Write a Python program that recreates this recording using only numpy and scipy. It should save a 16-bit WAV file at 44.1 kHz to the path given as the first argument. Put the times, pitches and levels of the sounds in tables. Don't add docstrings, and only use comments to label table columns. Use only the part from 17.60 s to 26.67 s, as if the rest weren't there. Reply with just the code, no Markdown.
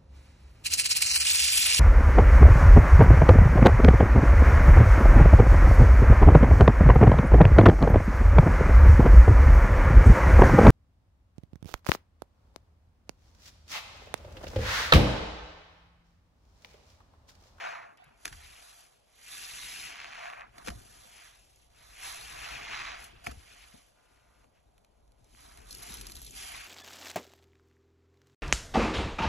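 import sys
import numpy as np
from scipy import signal
from scipy.fft import rfft, irfft, next_fast_len
from scipy.io import wavfile
from scipy.ndimage import uniform_filter1d

SR = 44100
rng = np.random.default_rng(int(sys.argv[2]) if len(sys.argv) > 2 else 0)


def dump_mix(stems):
    frames = np.atleast_2d(stems).T
    limited = np.clip(frames, -1, 1)
    pcm = np.round(limited * 32767).astype(np.int16)
    wavfile.write(sys.argv[1], SR, pcm)


N = 399987
T = np.arange(N) / SR

# (time [s], level [dB])
FIRST_SQUEEZE = [(0, -41.5), (0.06, -38.5), (0.15, -42.5), (0.33, -58.5), (0.47, -102.5)]
SECOND_SQUEEZE = [(1.44, -78.5), (1.582, -60.5), (1.738, -44.5), (2.0, -44.5), (2.26, -43.5), (2.34, -48),
                  (2.52, -49), (2.66, -43), (2.82, -53.5), (2.88, -91)]
THIRD_SQUEEZE = [(4.1, -71.5), (4.24, -57), (4.32, -59), (4.463, -40), (4.62, -48), (4.75, -46.5),
                 (4.86, -41.5), (5.04, -44), (5.14, -40.5), (5.29, -44), (5.46, -53), (5.53, -65)]
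FRESH_SQUEEZE = [(7.58, -85), (7.7, -70), (7.81, -59), (8.04, -64), (8.12, -53.5), (8.3, -58), (8.45, -57),
                 (8.7, -55.5)]
RELEASE = [(8.701, -65), (8.738, -52.5), (8.77, -44), (8.92, -44), (9.07, -47.5)]
# (fine over medium [dB],
# large over medium [dB], fine give out at [s], fine take [s], medium give out at [s])
FOAM_SIZES = [(-19, 7.5, 0.034, 0.97, 0.01), (1, -12, 2.22, 0.23, 2.22), (0.5, -3.5, 4.63, 0.87, 5.27),
              (4, -23, 8.7, 0.3, 7.6), (6.5, -6, 8.757, 0.72, 9.07)]
FINE_LOSS_DB, MEDIUM_LOSS_DB_PER_S = 34, 44
# (lands [s], stays [s], fizz [dB],
# fullest suck after [s], suck [dB], surge of the water [dB])
DIPS = [(0.656, 0.55, -57, 0.19, -53, -54), (3.056, 0.62, -57.5, 0.57, -52.5, -50),
        (5.665, 0.52, -61, 0.25, -54.5, -61)]
DIP_RISE_S, DIP_FADE_DB_PER_S, DIP_LARGE_DB = 0.045, 93, -4
SUCK_RISE_S, SUCK_FADE_DB_PER_S = 0.11, 43
SURGE_LAG_S, SURGE_RISE_S, SURGE_FADE_DB_PER_S, SURGE_BURBLE_DB = 0.065, 0.084, 57, -2.5
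# (time [s], length [s], large [dB], medium [dB], fine [dB])
TOUCHES = [(0.486, 0.035, -68, -84, -92), (2.755, 0.079, -48.5, -81, -88), (2.958, 0.061, -55.5, -74, -64),
           (3.768, 0.29, -94, -79.5, -68), (5.4, 0.057, -72, -76, -54), (5.56, 0.074, -62, -89, -72),
           (6.396, 0.445, -74.5, -76, -75), (6.962, 0.021, -75, -72, -82), (7.79, 0.46, -60.5, -67, -81),
           (8.229, 0.14, -54.5, -68, -49), (8.422, 0.18, -61.5, -78, -70)]
TOUCH_RISE_S, TOUCH_FADE_DB_PER_S = 0.028, 258
RESTING_FOAM_DB = (-81.5, -90, -80)
# (frequency [Hz], relative density [dB per Hz])
LARGE_COLOUR = [(250, -59), (500, -12), (640, -6.5), (900, -5.5), (1250, -6), (1800, -7), (2600, -12),
                (3600, -36.5), (12000, -61)]
MEDIUM_COLOUR = [(400, -9), (700, -16), (1400, -13.5), (2000, -2.5), (2750, -1.5), (3500, -4), (5000, -4.5),
                 (7000, -8.5), (12000, -34)]
FINE_COLOUR = [(500, -13), (1500, -19), (3000, -1), (4200, 0), (6000, 1.5), (8300, 1.5), (11000, 6.5),
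               (12000, -4.5), (13000, -27), (15000, -50)]
# (frequency [Hz], width [Hz], level [dB])
HOLLOW = [(696.3, 31, 5), (1127, 49, -7.5), (2465, 420, -13)]

# (time [s], length [s], level [dB])
WRINGS = [(0.01, 0.15, -55), (2.323, 0.21, -54.5), (2.54, 0.13, -52.5), (5.107, 0.21, -44.5),
          (8.22, 0.22, -59)]
WRING_RISE_S, WRING_FADE_DB_PER_S = 0.022, 138
# (frequency [Hz], relative density [dB per Hz])
FILM_COLOUR = [(400, -13), (700, 5), (1300, 13.5), (2600, 4.5), (3600, -18), (6500, -13.5), (9000, -32),
               (13000, -58)]
CRACK_COLOUR = [(300, -45.5), (800, -1.5), (1500, 1), (2450, 1.5), (3000, -3.5), (3800, -8), (6000, -13),
                (8500, -21), (11000, -18.5), (14000, -69)]
# (time [s], level [dB], treble tilt [dB])
CRACKS = [(0.128, -34, -14), (0.155, -37, -14), (0.4204, -65, -13), (0.651, -32, 7), (0.6554, -18, 11),
          (0.68, -39, 9), (0.7285, -36, 1), (2.305, -33, 4), (2.3577, -34, -5), (2.3935, -34, -5),
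          (2.402, -31, 4), (2.416, -31, -1), (2.4361, -39, -3), (2.445, -27.5, -2), (2.4573, -33, -14),
          (2.629, -34, -3), (2.656, -27.5, -17), (2.701, -32, -2), (2.735, -30.5, -20), (2.796, -34, -14),
          (2.8095, -33, -7), (2.819, -31.5, -27), (3.0736, -30, 3), (3.083, -26, -3), (3.09, -26, 6),
          (5.124, -26.5, -17), (5.1338, -26, -12), (5.1456, -29.5, -6), (5.2182, -26, -4),
          (5.2721, -29, -6), (5.6688, -23, -21), (6.5757, -57, -8), (7.749, -47, -28)]
SUDS_START_S, SUDS_LENGTH_S, SUDS_DB = 8.13, 0.5, -57.5
SUDS_RISE_S, SUDS_FADE_DB_PER_S = 0.022, 22
# (frequency [Hz], relative density [dB per Hz])
SUDS_COLOUR = [(1500, -17), (3500, -6), (6500, -6), (8800, 2), (11000, 12), (12500, 1), (14000, -41)]
# (time [s], level [dB], treble tilt [dB], pitch [Hz])
SNAPS = [(0.373, -58, 6, 6000), (0.4415, -58, 25, 11000), (3.9593, -56, 12, 7000), (5.4249, -52, 4, 11000),
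         (5.442, -41, -4, 10800), (6.843, -58.5, -32, 1105), (7.1797, -58, -22, 1620),
         (7.247, -56.5, -15, 2200), (7.478, -66, -8, 2500), (7.5197, -60.5, -4, 2500),
         (7.644, -59, 6, 6500), (7.974, -44.5, -14, 2200), (8.1079, -36.5, -1, 4450),
         (8.119, -44, -3, 4540), (8.1274, -35.5, -3, 5430), (8.1493, -35, 3, 5060), (8.184, -43, 4, 5800),
         (8.2274, -39, -2, 5400), (8.234, -41, 0, 6300), (8.2962, -41, -6, 2200), (8.3212, -39, -5, 3200),
         (8.341, -36, 2, 11000), (8.3706, -41, 3, 6000), (8.385, -43, -11, 3800), (8.4118, -34.5, -7, 2660),
         (8.4555, -45, -14, 3380), (8.4678, -35, -7, 4930), (8.498, -41, -12, 2480), (8.502, -44, -6, 5970),
         (8.519, -37, 3, 4400), (8.554, -38, -3, 4420), (8.5666, -38.5, -5, 4400), (8.573, -42, -6, 3800),
         (8.617, -40, 1, 11100), (8.626, -44.5, -6, 7100), (8.647, -41, -2, 4170), (8.6653, -39, -4, 3920),
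         (8.677, -44, -7, 3900), (8.708, -41, 2, 7000)]
# (frequency [Hz], relative density [dB per Hz])
SNAP_COLOUR = [(150, -61), (500, 4), (1200, -9), (2200, -12.5), (4000, 2), (6000, 3.5), (8500, 2),
               (11000, 7), (13000, -8), (15500, -41)]

# (time [s], level [dB], treble tilt [dB], decay by 60 dB [s], rise [s])
SLAPS = [(0.65, -34, -6, 0.011, 0.0019), (0.654, -25, -10, 0.0096, 0.00047),
         (0.664, -39, -17, 0.05, 0.0014), (0.677, -33, -15, 0.0097, 0.0011),
         (0.722, -39, -18.5, 0.02, 0.0084), (2.979, -39.5, -18.5, 0.016, 0.0028),
         (3.043, -43.5, -11, 0.074, 0.0048), (3.059, -39, -14, 0.031, 0.0047),
         (3.072, -33.5, -16, 0.048, 0.00097), (3.082, -28.5, -17, 0.034, 0.00085),
         (3.1, -35.5, -16.5, 0.012, 0.0025), (5.637, -41, -15, 0.13, 0.0057),
         (5.662, -34, -15, 0.012, 0.0021), (5.668, -31, -14, 0.0094, 0.0019),
         (5.688, -41.5, -24, 0.046, 0.016), (5.708, -40, -15, 0.035, 0.005)]
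# (time [s], level [dB])
THUDS = [(0.654, -46), (3.076, -41), (3.102, -35.5), (5.674, -39.5), (5.718, -43), (6.139, -47)]
# (frequency [Hz], relative density [dB per Hz])
SPLAT_COLOUR = [(60, -30), (200, -7), (450, -8), (700, -1.5), (1000, -5.5), (1400, -0.5), (2400, -6),
                (3800, -2.5), (5000, 2), (8000, -3), (11000, 1), (13000, -18), (15000, -81)]
THUD_COLOUR = [(25, -31), (60, -6), (180, -4.5), (300, -4.5), (500, -8), (900, -14), (2000, -79)]

# (time [s], level [dB], middle pitch [Hz], decay by 60 dB [s])
RINGING_NOTES = [(0.398, -48.5, 733, 0.089), (0.4204, -44.5, 730, 0.07), (0.466, -56.5, 136, 0.11),
                 (0.711, -49, 120, 0.098), (0.752, -44, 78.2, 0.4), (3.074, -33, 516, 0.072),
                 (3.079, -38.5, 300, 0.058), (3.086, -34, 209, 0.093), (3.102, -38, 55.3, 0.17),
                 (3.11, -47, 139, 0.085), (3.155, -41.5, 101, 0.14), (5.6685, -26.5, 2330, 0.0054),
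                 (5.669, -31, 692, 0.075), (5.669, -42.5, 112, 0.26), (5.695, -35, 60, 0.22),
                 (5.771, -39, 68, 0.1), (6.139, -51, 206, 0.079), (7.985, -44.5, 52.6, 0.46),
                 (8.304, -41, 194, 0.051), (8.547, -42.5, 65, 0.38)]
# (time [s], length [s], rumble [dB], heaviest at [s], burble [dB])
RUNOFF = [(0, 0.042, -87, 0.024, -60.5), (2.05, 0.34, -68, 2.15, -59.5), (2.85, 0.15, -66, 3.02, -59.5),
          (4.597, 1.0, -57, 5.014, -51.5), (6.743, 0.68, -70.5, 6.85, -67),
          (8.154, 0.66, -55.5, 8.39, -49.5)]
RUMBLE_RISE_S, RUMBLE_FADE_DB_PER_S = 0.57, 23.5
BURBLE_RISE_S, BURBLE_FADE_DB_PER_S = 0.42, 17
RESTING_RUMBLE_DB, RESTING_BURBLE_DB = -79, -81
# (frequency [Hz], relative density [dB per Hz])
RUMBLE_COLOUR = [(15, -58.5), (27, -27), (42, 7.5), (53, 5.5), (72, -7), (120, -12), (250, -66.5)]
BURBLE_COLOUR = [(60, -25.5), (110, 4), (160, -3.5), (220, 1), (310, 1), (450, 3.5), (800, -5.5),
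                 (2000, -90)]
AIR_COLOUR = [(20, -36), (60, -1.5), (100, 1), (250, -11.5), (700, -1), (1100, -11), (1700, -30),
              (4000, -23), (8000, -45), (11000, -77), (14500, -40)]

# (start [s], stop [s], level [dB])
BUZZ_SPELLS = [(0.0, 0.65, 0), (6.355, 6.855, -0.5)]
IDLE_BUZZ_DB, MAINS_HZ = -13, 60
# (frequency [Hz], rms level [dB])
BUZZ_PARTIALS = [(899.0, -83.5), (1017, -83), (1200, -83), (1260, -84), (1378, -85.5), (1437, -81),
                 (1561, -85), (1680, -91), (1922, -90), (2040, -87), (2218, -88), (2401, -91), (2579, -99),
                 (2702, -91)]

# (frequency [Hz], phase [radians])
LEAD = [(0, 0), (150, .7), (350, 1.8), (520, 2.75), (605, 3.14), (700, 4.0), (1000, 4.3), (1750, 6.1),
        (2400, 6.3), (3200, 5.8), (4200, 7.2), (4850, 9.4), (5750, 12.3), (6400, 12.8), (8300, 15.1),
        (9400, 15.7), (12000, 18.8)]
# (frequency [Hz], likeness [0-1])
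LIKENESS = [(40, .98), (300, .86), (700, .97), (1300, .8), (2000, .85), (3000, .5), (4700, .45),
            (5700, .95), (8000, .9), (12000, .97)]
# (frequency [Hz], level [dB])
BALANCE = [(40, 3), (100, 3), (270, 6.5), (600, 1.5), (1300, -2.5), (2100, .5), (3200, -.5), (4900, -2),
           (5800, .3), (12000, 0)]
EDGE_HZ = 15500


def sponge(large, medium, fine, large_db=-3.0, medium_db=-3.5, fine_db=-1.0):
    squelch = bubbles(LARGE_COLOUR, 550, 3630, per_s=9000, cycles=2.65, spread_db=-0.06, clump_db=0.57)
    froth = bubbles(MEDIUM_COLOUR, 845, 7740, per_s=5000, cycles=2.23, spread_db=0.0, clump_db=0.5)
    fizz = bubbles(FINE_COLOUR, 1050, 19300, per_s=9700, cycles=3.46, spread_db=0.8, clump_db=2)
    coarse = large * gain_of(large_db) * squelch + medium * gain_of(medium_db) * froth
    return coarse + fine * gain_of(fine_db) * fizz


def strokes(level_db=2):
    out = np.zeros((3, N))
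    efforts = (FIRST_SQUEEZE, SECOND_SQUEEZE, THIRD_SQUEEZE, FRESH_SQUEEZE, RELEASE)
    for effort, sizes in zip(efforts, FOAM_SIZES):
        fine_db, large_db, fine_ends, over_s, medium_ends = sizes
        times, db = np.transpose(effort)
        now = (T >= times[0]) & (T <= times[-1])
        t = T[now]
        large = np.full(len(t), large_db)
        medium = -MEDIUM_LOSS_DB_PER_S * np.maximum(t - medium_ends, 0)
        fine = fine_db - FINE_LOSS_DB * np.clip((t - fine_ends) / over_s, 0, 1)
        shares = gain_of([large, medium, fine])
        shares = shares / np.linalg.norm(shares, axis=0)
        out[:, now] = shares * gain_of(np.interp(t, times, db) + level_db)
    return out


def bubbling():
    power = strokes() ** 2 + gain_of(RESTING_FOAM_DB)[:, None] ** 2
    for s, stay, fizz_db, suck_after, suck_db, _ in DIPS:
        under = swell(s, stay, DIP_RISE_S, DIP_FADE_DB_PER_S)
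        suck = gain_of(suck_db) * swell(s + suck_after, 0, SUCK_RISE_S, SUCK_FADE_DB_PER_S)
        fizz = gain_of(fizz_db) * under
        power += np.array([gain_of(DIP_LARGE_DB) * fizz, suck * under, fizz]) ** 2
    for s, length, *sizes_db in TOUCHES:
        spurt = swell(s, length, TOUCH_RISE_S, TOUCH_FADE_DB_PER_S)
        power += (gain_of(sizes_db)[:, None] * spurt) ** 2
    return np.sqrt(power)


def bubbles(colour, low_hz, high_hz, per_s, cycles, spread_db, clump_db, count=14):
    chance = per_s / SR * gain_of(clump_db * wander(90))
    at = np.flatnonzero(rng.random(N) < chance)
    size, kind, sign = rng.random((3, N))[:, at]
    height_db = spread_db * np.minimum(-np.log(1 - size), 4.5)
    height = gain_of(height_db) * np.sign(sign - .5)
    swarm = np.zeros(N + SR)
    for k, hz in enumerate(np.geomspace(low_hz, high_hz, count)):
        turns = np.arange(int(cycles * SR / hz) + 2) * hz / SR
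        age = 10 * turns / cycles
        ring = np.sin(2 * np.pi * turns) * age ** 2 * np.exp(-age)
        ring = ring * np.sqrt(hz)
        mine = (kind * count).astype(int) == k
        places = at[mine, None] + np.arange(len(ring))
        rings = height[mine, None] * ring
        swarm += np.bincount(places.ravel(), rings.ravel(), len(swarm))
    return evened(coloured(swarm[:N], colour))


def hollow(x):
    out = x
    for hz, width, db in HOLLOW:
        b, a = signal.iirpeak(hz, hz / width, SR)
        out = out + gain_of(db) * signal.lfilter(b, a, x)
    return out


def films(large, medium, fine, tear_db=-10.5, crackle_db=-9, prickle_db=-8):
    wrung = np.zeros(N)
    for s, length, db in WRINGS:
        wrung += gain_of(db) * swell(s, length, WRING_RISE_S, WRING_FADE_DB_PER_S)
    tears = large * gain_of(tear_db) * crackle(FILM_COLOUR, per_s=600, spread_db=13)
    prickles = fine * gain_of(prickle_db) * crackle(FINE_COLOUR, per_s=320, spread_db=11.0)
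    crackling = np.hypot(wrung, medium * gain_of(crackle_db))
    return tears + prickles + crackling * crackle(CRACK_COLOUR, per_s=650, spread_db=6.5)


def crackle(colour, per_s, spread_db):
    chance, size = rng.random((2, N))
    clicks = (chance < per_s / SR) * gain_of(spread_db * size)
    return evened(coloured(clicks, colour))


def cracks():
    out = np.zeros(N)
    for s, db, treble_db in CRACKS:
        add(out, s, gain_of(db) * click(CRACK_COLOUR, treble_db))
    return out


def suds():
    bursts = bubbles(SUDS_COLOUR, 2600, 13500, per_s=300, cycles=6, spread_db=2.8, clump_db=3, count=28)
    shape = swell(SUDS_START_S, SUDS_LENGTH_S, SUDS_RISE_S, SUDS_FADE_DB_PER_S)
    return gain_of(SUDS_DB) * shape * bursts


def snaps(click_db=5.5, spray_db=-5.0, bright_db=2, spray_t60=0.019):
    out = np.zeros(N)
    for s, db, treble_db, hz in SNAPS:
        colour = ringing(SNAP_COLOUR, hz, ring_db=8, octaves=0.28)
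        tilt_db = treble_db + bright_db
        t60 = spray_t60 * rng.uniform(.5, 1.5)
        spray = burst(t60, colour, tilt_db, rise_s=.0003, spatter_db=-32)
        snap = gain_of(click_db) * click(colour, tilt_db) + gain_of(spray_db) * spray
        add(out, s, gain_of(db) * snap)
    return out


def slaps(level_db=-5, spray_db=6, thud_db=-4):
    out = np.zeros(N)
    for s, db, treble_db, t60, rise_s in SLAPS:
        splat = burst(t60, SPLAT_COLOUR, treble_db + spray_db, rise_s, spatter_db=-18)
        add(out, s, gain_of(db + level_db) * splat)
    for s, db in THUDS:
        thud = burst(0.16, THUD_COLOUR, 0, rise_s=0.0016, spatter_db=-13)
        add(out, s, gain_of(db + thud_db) * thud)
    return out


def water(rumble_db=-1.0, burble_db=-6.5):
    burble = bubbles(BURBLE_COLOUR, 93.4, 540, per_s=1500, cycles=7.1, spread_db=1, clump_db=1.5)
    rumbling, burbling = stirring()
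    rumble = noise(RUMBLE_COLOUR) * rumbling * gain_of(rumble_db)
    return rumble + burble * burbling * gain_of(burble_db)


def stirring():
    rumble, burble = gain_of(RESTING_RUMBLE_DB) ** 2, gain_of(RESTING_BURBLE_DB) ** 2
    for s, length, rumble_db, heaviest, burble_db in RUNOFF:
        rumbling = gain_of(rumble_db) * swell(s, length, RUMBLE_RISE_S, RUMBLE_FADE_DB_PER_S)
        burbling = gain_of(burble_db) * swell(heaviest, 0, BURBLE_RISE_S, BURBLE_FADE_DB_PER_S)
        rumble = rumble + rumbling ** 2
        burble = burble + burbling ** 2
    for s, *_, surge_db in DIPS:
        surge = gain_of(surge_db) * swell(s + SURGE_LAG_S, 0, SURGE_RISE_S, SURGE_FADE_DB_PER_S)
        rumble = rumble + surge ** 2
        burble = burble + (gain_of(SURGE_BURBLE_DB) * surge) ** 2
    return np.sqrt(rumble), np.sqrt(burble)


def ringing_notes(level_db=-3.0, swell_s=0.0018, sag_hz=12):
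    out = np.zeros(N)
    t = T[:SR // 2]
    sag = sag_hz * (2 * np.exp(-t / 0.049) - 1)
    for s, db, hz, t60 in RINGING_NOTES:
        turns = np.cumsum(hz + sag) / SR
        shape = (1 - np.exp(-t / swell_s)) * gain_of(-60 * t / t60)
        note = shape / shape.max() * np.sin(2 * np.pi * turns)
        add(out, s, gain_of(db + level_db) * note)
    return out


def room_air(level_db=-71.5):
    return gain_of(level_db) * np.array([noise(AIR_COLOUR), noise(AIR_COLOUR)])


def buzz():
    level = np.full(N, gain_of(IDLE_BUZZ_DB))
    for start, stop, db in BUZZ_SPELLS:
        level[(T >= start) & (T < stop)] = gain_of(db)
    lines = np.zeros(N)
    for hz, db in BUZZ_PARTIALS:
        multiple_hz = round(hz / MAINS_HZ) * MAINS_HZ
        lines += gain_of(db) * np.sin(2 * np.pi * (multiple_hz * T + rng.random()))
    return np.sqrt(2) * lines * uniform_filter1d(level, size=400)


def microphones(x, clicks, room_db=-24):
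    size = next_fast_len(N + 4096, True)
    hz = np.fft.rfftfreq(size, 1 / SR)
    same = np.clip(read(LIKENESS, hz), 0, 1)
    direct = rfft(x, size) * np.sqrt(same) + rfft(clicks, size)
    left, right = (direct + rfft(shifting_echoes(x), size) * np.sqrt(1 - same) for _ in range(2))
    lean = gain_of(read(BALANCE, hz) / 2)
    lag = np.exp(-1j * np.interp(hz, *np.transpose(LEAD)))
    near = irfft(np.array([left * lean, right * lag / lean]), size)[:, :N]
    room = np.array([echoes(x + clicks, .3) for _ in range(2)])
    return near + gain_of(room_db) * room


def shifting_echoes(x):
    place = 2 * wander(25)
    return echoes(x, .013) * np.cos(place) + echoes(x, .013) * np.sin(place)


def echoes(x, t60):
    t = T[:16384]
    tail = rfft(rng.standard_normal(len(t)) * gain_of(-60 * t / t60))
    power = uniform_filter1d(abs(tail) ** 2, 120)
    return signal.oaconvolve(x, irfft(tail / np.sqrt(power)))[:N]


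def burst(t60, colour, treble_db, rise_s, spatter_db):
    t = T[:6000]
    spatter = gain_of(spatter_db - 60 * t / .08)
    fall = gain_of(-60 * t / max(t60, .001)) + spatter
    shape = fall * (1 - np.exp(-(t / rise_s) ** 2))
    splash = coloured(rng.standard_normal(len(t)) * shape, tilted(colour, treble_db))
    return splash / np.sqrt(uniform_filter1d(splash ** 2, size=88).max())


def click(colour, treble_db):
    ring = coloured(signal.unit_impulse(6000), tilted(colour, treble_db))
    return ring / abs(ring).max()


def tilted(colour, treble_db):
    return [(hz, db + treble_db * np.clip(np.log2(hz / 2500), 0, 1)) for hz, db in colour]


def ringing(colour, ring_hz, ring_db, octaves):
    hz = np.geomspace(100, 16000, 90)
    peak = ring_db / (1 + (np.log2(hz / ring_hz) / octaves) ** 2)
    return list(zip(hz, read(colour, hz) + peak))


def swell(start, length, rise_s, fade_db_per_s):
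    early, late = np.maximum(start - T, 0), np.maximum(T - start - length, 0)
    return np.exp(-early / rise_s) * gain_of(-fade_db_per_s * late)


def wander(per_s):
    knots = rng.standard_normal(4000)
    return evened(np.interp(T * per_s, np.arange(len(knots)), knots))


def noise(colour):
    return evened(coloured(rng.standard_normal(N), colour))


def coloured(x, colour):
    size = 4096
    log_gain = np.log(gain_of(read(colour, abs(np.fft.fftfreq(size, 1 / SR)))))
    taps = np.fft.ifft(np.exp(np.conj(signal.hilbert(log_gain)))).real
    return signal.oaconvolve(x, taps[:size // 2])[:len(x)]


def read(points, hz):
    f, value = np.transpose(points)
    return np.interp(np.log(hz + 1), np.log(f + 1), value)


def gain_of(db):
    return 10 ** (np.asarray(db) / 20)


def evened(x):
    return x / np.sqrt(np.mean(x ** 2) + 1e-20)


def add(mix, s, sound):
    part = mix[max(round(s * SR), 0):][:len(sound)]
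    part += sound[:len(part)]


def scene():
    sizes = bubbling()
    foam = hollow(sponge(*sizes) + slaps())
    clicks = hollow(films(*sizes) + cracks() + suds() + snaps())
    return microphones(foam + water() + ringing_notes(), clicks) + room_air() + buzz()


def record(dry):
    low_pass = signal.firwin(511, EDGE_HZ, window=("kaiser", 9), fs=SR)
    return signal.oaconvolve(dry, low_pass[None], "same")


dry = scene()
out = record(dry)
dump_mix(out)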